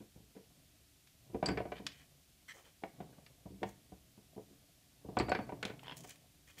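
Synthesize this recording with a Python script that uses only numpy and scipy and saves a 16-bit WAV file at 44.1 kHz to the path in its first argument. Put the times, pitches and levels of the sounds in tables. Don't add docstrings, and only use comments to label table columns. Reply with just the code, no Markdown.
import sys
import numpy as np
from scipy import signal
from scipy.fft import rfft, irfft
from scipy.io import wavfile
from scipy.ndimage import uniform_filter1d

SR = 44100
rng = np.random.default_rng(int(sys.argv[2]) if len(sys.argv) > 2 else 0)


def master_out(mix):
    frames = np.transpose(np.atleast_2d(mix))
    ceiling = np.clip(frames, -1, 1)
    pcm = np.round(ceiling * 32767).astype(np.int16)
    wavfile.write(sys.argv[1], SR, pcm)


N = 291060

# f/Hz, level/dB
HISS_COLOUR = [(15, -37), (25, -10), (70, 3.5), (153, -7), (301, -10), (335, -14), (364, -9.5), (451, -26),
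               (489, -26), (659, -17), (715, -16), (841, -23.5), (3250, -15.5), (14800, -20.5),
               (16000, -53)]
# t/s of the strongest moment, level/dB, fall/(dB per s)
BOUTS = [(0.42, -70.5, 29), (1.32, -69, 38), (1.49, -46.5, 53), (3.0, -57, 49), (3.62, -74, 15),
         (4.37, -68.5, 41), (5.22, -44.5, 62), (5.4, -55, 44), (5.66, -56, 41), (5.989, -60, 82),
         (6.6, -66, 52)]
# f/Hz, level/dB
MURMUR_COLOUR = [(50, -20), (120, 4), (300, -4), (700, -12), (1100, -20.5), (3000, -47)]
# t/s, bench level/dB, favoured bench f/Hz, frame/dB and hard edge/dB (both added to the level)
BLOWS = [(0.004, -47, 186, -22, -24), (0.159, -47, 98, -35, -35), (0.2, -57.5, 150, -22, -30),
         (0.224, -64.5, 191, -27, -30), (0.35, -57, 480, -14, -22), (0.364, -47.5, 398, -15, -21.5),
         (0.389, -58.5, 422, -21, -31), (1.298, -51.5, 200, -17, -43), (1.331, -48, 416, -18, -33),
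         (1.345, -32.5, 363, -9.5, -26.5), (1.427, -32, 431, 5, -13.5), (1.439, -37.5, 205, -20, -12.5),
         (1.486, -30, 301, -9, -7), (1.504, -33, 288, -11, -24), (1.519, -45, 301, -30, -20),
         (1.573, -33.5, 447, -7.5, -8), (1.602, -37, 383, 0, -15), (1.653, -41.5, 296, -0.5, -16.5),
         (1.684, -48.5, 198, -9, -18), (1.719, -40.5, 452, 2.5, -6), (1.798, -44.5, 282, -13, -34),
         (1.84, -51, 206, -23, -27), (2.821, -56.5, 277, -6, -24), (2.836, -39.5, 310, 2.5, -16),
         (3.003, -41, 280, -4, -19), (3.128, -63, 199, -16, -8), (3.182, -55, 151, -4.5, -20),
         (3.408, -60, 96.9, -26, -29), (3.456, -43.5, 193, -11.5, -32), (3.503, -47.5, 203, -41, -40),
         (3.618, -42, 296, -21, -30), (3.63, -37.5, 460, 2, -12), (3.654, -45, 194, -15, -31),
         (3.92, -48, 208, -5.5, -26), (4.175, -52, 194, -17, -31), (4.363, -46.5, 275, -12, -40),
         (4.377, -43.5, 415, -11.5, -32), (4.499, -59, 246, -26.5, -20), (5.048, -44, 215, -13.5, -45),
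         (5.087, -40, 394, -8.5, -31), (5.169, -31, 198, 2.5, -9.5), (5.199, -26.5, 290, -9.5, -9),
         (5.224, -50, 468, 2, -13), (5.284, -37, 288, -2, -9), (5.298, -38.5, 288, 3, -14),
         (5.318, -31, 336, 3.5, -1.5), (5.349, -35, 450, -3, -2.5), (5.389, -35, 199, -3.5, -14.5),
         (5.492, -46, 471, 5, -8), (5.521, -40, 252, -3.5, -19), (5.627, -42.5, 433, -12, -2),
         (5.65, -38, 211, -12.5, -12), (5.698, -42.5, 435, -7, -10), (6.041, -54.5, 511, -2, -20)]
# f/Hz, level/dB, fade/s
BENCH_TONES = [(59.6, 1, 0.23), (117, 2.5, 0.11), (200.8, 1.5, 0.098), (283, -1, 0.096), (347, -3, 0.074),
               (430, -0.5, 0.087), (479, -7, 0.13)]
# f/Hz, level/dB, fade/s
FRAME_TONES = [(556, -8.5, 0.17), (607, 1, 0.096), (706.3, 1.5, 0.12), (748.5, 0, 0.086), (813, -4, 0.065),
               (962, -3.5, 0.11), (1120, -7, 0.043), (1176, -15, 0.11)]
# f/Hz, level/dB
THUD_COLOUR = [(60, -26), (150, -11.5), (400, 1), (900, -7), (1400, -27), (4000, -59)]
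# f/Hz, level/dB
CLATTER_COLOUR = [(700, 2.5), (1300, 8.5), (2300, 5.5), (3500, -4), (5500, -14), (9000, -26), (16000, -82)]
# f/Hz, fade/s
CLATTER_FADES = [(1000, 0.094), (2500, 0.16), (5000, 0.1), (9000, 0.019)]
# f/Hz, level/dB, fade/s
PLATE_TONES = [(1507, 12, 0.069), (1650, -13, 0.027), (2030, -31, 0.027), (2050, -8, 0.033),
               (2227, -2, 0.075), (2330, 10, 0.048), (2653, -28.5, 0.074), (3220, -13, 0.036),
               (3930, 7, 0.014), (4700, -13, 0.042)]
# t/s, level/dB, centre f/Hz, rough treble/dB against the centre
SNAPS = [(1.0723, -62.5, 2700, -16), (1.767, -53, 2470, -30), (1.783, -52, 2950, -30),
         (1.8666, -32.5, 3400, -21.5), (1.9193, -54, 3700, -31), (2.837, -42, 1690, -44),
         (3.2635, -56, 2700, -22), (3.6311, -38.5, 2060, -31), (3.6905, -57.5, 2080, -5),
         (5.6285, -37, 2460, -25), (5.652, -35, 2620, -20), (5.699, -54, 3000, -32),
         (5.7932, -52.5, 2500, -40), (5.8332, -61, 2750, -3), (5.969, -48.5, 7980, -3),
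         (5.978, -55, 6800, -3), (6.006, -55, 6600, -6), (6.074, -60, 7500, -3), (6.0453, -52.5, 1650, -14),
         (6.094, -53, 1630, -1), (6.106, -51.5, 6800, -16), (6.157, -60.5, 2270, -9),
         (6.4998, -60, 2280, -23), (6.573, -68, 2260, -20), (6.5882, -52.5, 3000, 0)]
# t/s, level/dB, boost of the upper tones/dB,
# singing/dB (added to the level), singing f/Hz (set by how far the handle has slid)
RATTLES = [(1.4591, -33, 0, -30, 4620), (1.4868, -44, 4, -16, 4620), (1.517, -58, -8, -14.0, 4600),
           (1.5743, -56.5, -5, -18, 4600), (5.188, -37.5, -6, -14.5, 4650), (5.1981, -42.5, -7, -15, 4650),
           (5.2945, -47, 11, -4, 4460), (5.3166, -51, -26, -6, 4500), (5.3502, -50, -28, -13, 4510)]
# f/Hz, level/dB, fade/s
HANDLE_TONES = [(4000, -8, .03), (4317, -2, .03), (4700, 0, .035), (4980, -3, .03), (5276, -5, .03),
                (7550, -4, .022), (7750, -5, .025), (8100, -23, .07), (10300, -19, .02)]
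# multiple of the singing pitch, level/dB, fade/s
SINGING_TONES = [(1, 4, 0.31), (1.035, -7, 0.15)]
# f/Hz, level/dB
CRACK_COLOUR = [(1500, 11), (3500, 0), (6000, -0.5), (8500, 1), (12000, -29), (16000, -37)]
# t/s, length/s, level/dB, fizz/dB and rub/dB (both added to the level)
DRAGS = [(1.757, 0.02, -59.5, -28, -10), (1.864, 0.018, -65, -12, -22), (1.923, 0.038, -67.5, -8, -15),
         (1.986, 0.032, -66.5, -12, -13), (2.545, 0.057, -71, 2.5, 5), (2.649, .025, -67, -9, -1.5),
         (3.663, 0.031, -73, 3.5, -20), (5.658, 0.026, -57.5, -9.5, -5), (5.837, 0.088, -61, -26, -1.5),
         (5.973, .012, -69.5, 10, -22), (6.074, .01, -79, 13, -20), (6.038, 0.0078, -67.5, 4, -20),
         (6.091, 0.021, -61, -1.5, -12), (6.478, .03, -65.5, -4, -9), (6.579, .03, -57, -5, -7.5)]
# f/Hz, width/Hz, level/dB
SHEATH_TONES = [(2000, 360, 4.5), (2400, 340, 6), (3024, 310, 6), (4200, 460, 0)]
# f/Hz, level/dB
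FIZZ_COLOUR = [(2350, -26.5), (4000, -8.5), (6590, 6.5), (12600, -10), (14800, -8), (15600, 0.5),
               (16000, -48)]
# f/Hz, level/dB
RUB_COLOUR = [(200, -16), (450, 1.5), (1200, -6), (2000, -15), (16000, -70)]
# t/s, length/s, level/dB
CATCH = (2.483, 0.042, -52)
# f/Hz, width/Hz, level/dB
SQUEAK_TONES = [(1970, 330, -1.5), (3100, 430, -5.5), (4230, 870, -2.5), (5700, 940, -3), (7400, 1000, -5),
                (12000, 2500, -4)]
# t/s, level/dB
RIVET_JERKS = [(5.832, -49), (5.86, -53), (5.87, -49), (5.881, -41), (5.896, -41.5), (5.912, -43),
               (5.921, -44.5), (5.929, -50.5)]
# f/Hz, level/dB, fade/s
RIVET_TONES = [(944, 8, 0.015), (1520, -4, 0.019), (2110, -4.5, 0.014), (2780, -3.5, 0.024),
               (3260, 2.5, 0.015), (5100, -10, 0.013)]
# f/Hz, fade/s
ROOM_FADES = [(100, 0.52), (500, 0.2), (2000, 0.34), (8000, 0.14)]


def amp(db):
    return 10 ** (np.asarray(db) / 20)


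def evened(x):
    return x / np.sqrt(np.mean(x ** 2) + 1e-20)


def look_up(points, hz):
    f, value = np.transpose(points)
    return np.interp(np.log(hz + 1), np.log(f + 1), value)


def add(mix, s, db, sound):
    top = np.sqrt(uniform_filter1d(sound ** 2, size=130).max())
    part = mix[max(round(s * SR), 0):][:len(sound)]
    part += amp(db) / top * sound[:len(part)]


def coloured(x, colour):
    gain = amp(look_up(colour, np.fft.rfftfreq(len(x), 1 / SR)))
    return evened(irfft(rfft(x) * gain, len(x)))


def noise(samples, colour):
    return coloured(rng.standard_normal(samples), colour)


def dying(x, fades):
    hz, t, bands = signal.stft(x, SR, nperseg=256)
    gain = amp(-60 * t / look_up(fades, hz)[:, None])
    return signal.istft(bands * gain, SR, nperseg=256)[1][:len(x)]


def rising(x, ms):
    return x * (1 - np.exp(-np.arange(len(x)) * 1000 / SR / max(ms, .02)))


def ring(tones, spread_db, detune, damping=1, boost_db=lambda f: 0):
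    hz, db, fade_s = np.transpose(np.repeat(tones, 3, axis=0))[:, :, None]
    chance = rng.standard_normal((3, len(hz), 1))
    t = np.arange(0, min(.7 * fade_s.max() / damping, .2), 1 / SR, dtype=np.float32)
    size = amp(db + boost_db(hz) + spread_db * chance[0]) * np.sign(chance[1])
    fade = np.exp(np.float32(-np.log(1000) * damping / fade_s) * t)
    waves = fade * np.sin(np.float32(2 * np.pi * hz * (1 + detune * chance[2])) * t)
    soft_end = np.minimum(4 - 4 * t / t[-1], 1)
    return (size[:, 0] @ waves) * soft_end


def grit(per_s, spread_db):
    sizes = amp(spread_db * np.minimum(rng.exponential(1, N), 4))
    return sizes * (rng.random(N) < per_s / SR) * rng.choice([-1, 1], N)


def rubbed(slips, tones):
    t = np.arange(1000) / SR
    body = sum(amp(db) * np.exp(-np.pi * width * t) * np.sin(2 * np.pi * hz * t)
               for hz, width, db in tones)
    return evened(signal.oaconvolve(slips, rising(body, 0.27))[:N])


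def stroke(start, length, db, rise, fall):
    t = np.arange(N) / SR - start
    return amp(db - rise * np.maximum(-t, 0) - fall * np.maximum(t - length, 0))


def microphone_hiss():
    return amp(-68) * noise(N, HISS_COLOUR)


def bench_murmur():
    bump = rising(dying(noise(8192, MURMUR_COLOUR), [(100, 0.074), (800, 0.11)]), ms=1.9)
    at_rest = amp(-78)
    effort = at_rest + sum(stroke(s, 0, db, rise=153, fall=fall) for s, db, fall in BOUTS)
    return effort * evened(signal.oaconvolve(grit(per_s=300, spread_db=4), bump)[:N])


def press_knocks():
    out = np.zeros(N)
    for s, db, hz, frame_db, edge_db in BLOWS:
        rise_ms = 1.06 - 0.02 * edge_db
        seating = 0.01 * (db + 44.5)
        into_frame = 0.04 * (frame_db + 13)
        palm = 1.5 * max(np.log2(190 / hz), 0)
        damping = max(1 + seating + into_frame + palm, .3)
        bench = ring(BENCH_TONES, spread_db=0.98, detune=0.034, damping=damping,
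                     boost_db=lambda f: -7.5 * abs(np.log2(f / hz)))
        add(out, s, db, rising(bench, rise_ms))
        frame = ring(FRAME_TONES, spread_db=0.72, detune=0.026, damping=damping)
        add(out, s, db + frame_db, rising(frame, rise_ms))
        thud = dying(noise(8192, THUD_COLOUR), [(200, 0.28), (900, 0.17)])
        add(out, s, db - 13.5, rising(thud, 0.64 * rise_ms))
        clatter = dying(noise(8192, CLATTER_COLOUR), np.divide(CLATTER_FADES, [1, damping]))
        add(out, s, db + edge_db, rising(clatter, 0.097 * rise_ms))
        plate = ring(PLATE_TONES, spread_db=4.5, detune=0.016)
        add(out, s, db + edge_db - 4, rising(plate, 0.95 * rise_ms))
    return out


def sheath_clicks():
    out, t = np.zeros(N), np.arange(4096) / SR
    for s, db, hz, treble_db in SNAPS:
        fade_s = 0.043 * np.exp(-0.022 * (db + 55))
        colour = [(hz / 8, -30), (hz / 2.55, -5), (hz, 0), (hz * 1.29, -2),
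                  (11000, 1.05 * treble_db), (16000, 2 * treble_db - 1)]
        snap = noise(len(t), colour) * amp(-60 * t / fade_s)
        add(out, s, db, rising(snap, ms=0.042))
        plate = ring(PLATE_TONES, spread_db=9, detune=0.0099,
                     boost_db=lambda f: -8.5 * abs(np.log2(f / hz)))
        add(out, s, db - 24.5, plate)
    return out


def chatter(ms):
    t = np.arange(SR // 20) / SR
    force = 0.25 * rng.standard_normal(len(t)) * np.exp(-t * 1000 / ms)
    force[0] = 1
    return force


def handle_clinks():
    out = np.zeros(N)
    for s, db, upper_db, sing_db, sing_hz in RATTLES:
        bright = ring(HANDLE_TONES, spread_db=-5.5, detune=0.019,
                      boost_db=lambda f: upper_db * (f > 6500))
        add(out, s, db, signal.fftconvolve(chatter(ms=1), bright))
        song = ring(np.multiply(SINGING_TONES, [sing_hz, 1, 1]), spread_db=3.5, detune=0.006)
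        flutter_db = 4.5 * evened(uniform_filter1d(rng.standard_normal(len(song)), size=500))
        add(out, s, db + sing_db, song * amp(flutter_db))
        crack = dying(noise(4096, CRACK_COLOUR), [(3000, 0.16), (10000, 0.058)])
        add(out, s, db - 9.5, crack)
    return out


def sheath_scrapes():
    rasp = rubbed(grit(per_s=1500, spread_db=-0.5), SHEATH_TONES)
    fizz = coloured(grit(per_s=2200, spread_db=4.5), FIZZ_COLOUR)
    rub = coloured(grit(per_s=700, spread_db=1.5), RUB_COLOUR)
    out = np.zeros(N)
    for s, length, db, fizz_db, rub_db in DRAGS:
        scrape = rasp + amp(fizz_db) * fizz + amp(rub_db) * rub
        out += stroke(s, length, db, rise=1500, fall=417) * scrape
    return out


def sheath_squeak():
    squeak = rubbed(grit(per_s=2400, spread_db=1.5), SQUEAK_TONES)
    return stroke(*CATCH, rise=6000, fall=2500) * squeak


def rivet_creak():
    out = np.zeros(N)
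    for s, db in RIVET_JERKS:
        jerk = ring(RIVET_TONES, spread_db=3, detune=0.04)
        add(out, s, db, rising(jerk, ms=0.08))
    return out


def room_echo(x):
    echoes = np.zeros(SR // 2)
    at = np.arange(200, len(echoes) - 20, 20)
    echoes[at + rng.integers(0, 20, len(at))] = rng.choice([-1., 1.], len(at))
    tail = dying(echoes, ROOM_FADES)
    return signal.fftconvolve(x, tail / np.linalg.norm(tail))[:N]


def scene():
    press = press_knocks() + handle_clinks() + sheath_clicks() + rivet_creak()
    press += sheath_scrapes() + sheath_squeak()
    workshop = press + amp(-13) * room_echo(press) + bench_murmur()
    heard = signal.lfilter(*signal.butter(2, 70, "high", fs=SR), workshop)
    return (heard + microphone_hiss())[None]


def record(dry):
    top_hz = 15750
    treble_cut = signal.firwin(511, top_hz, window=("kaiser", 9), fs=SR)
    return signal.oaconvolve(dry, treble_cut[None], "same")


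dry = scene()
out = record(dry)
master_out(out)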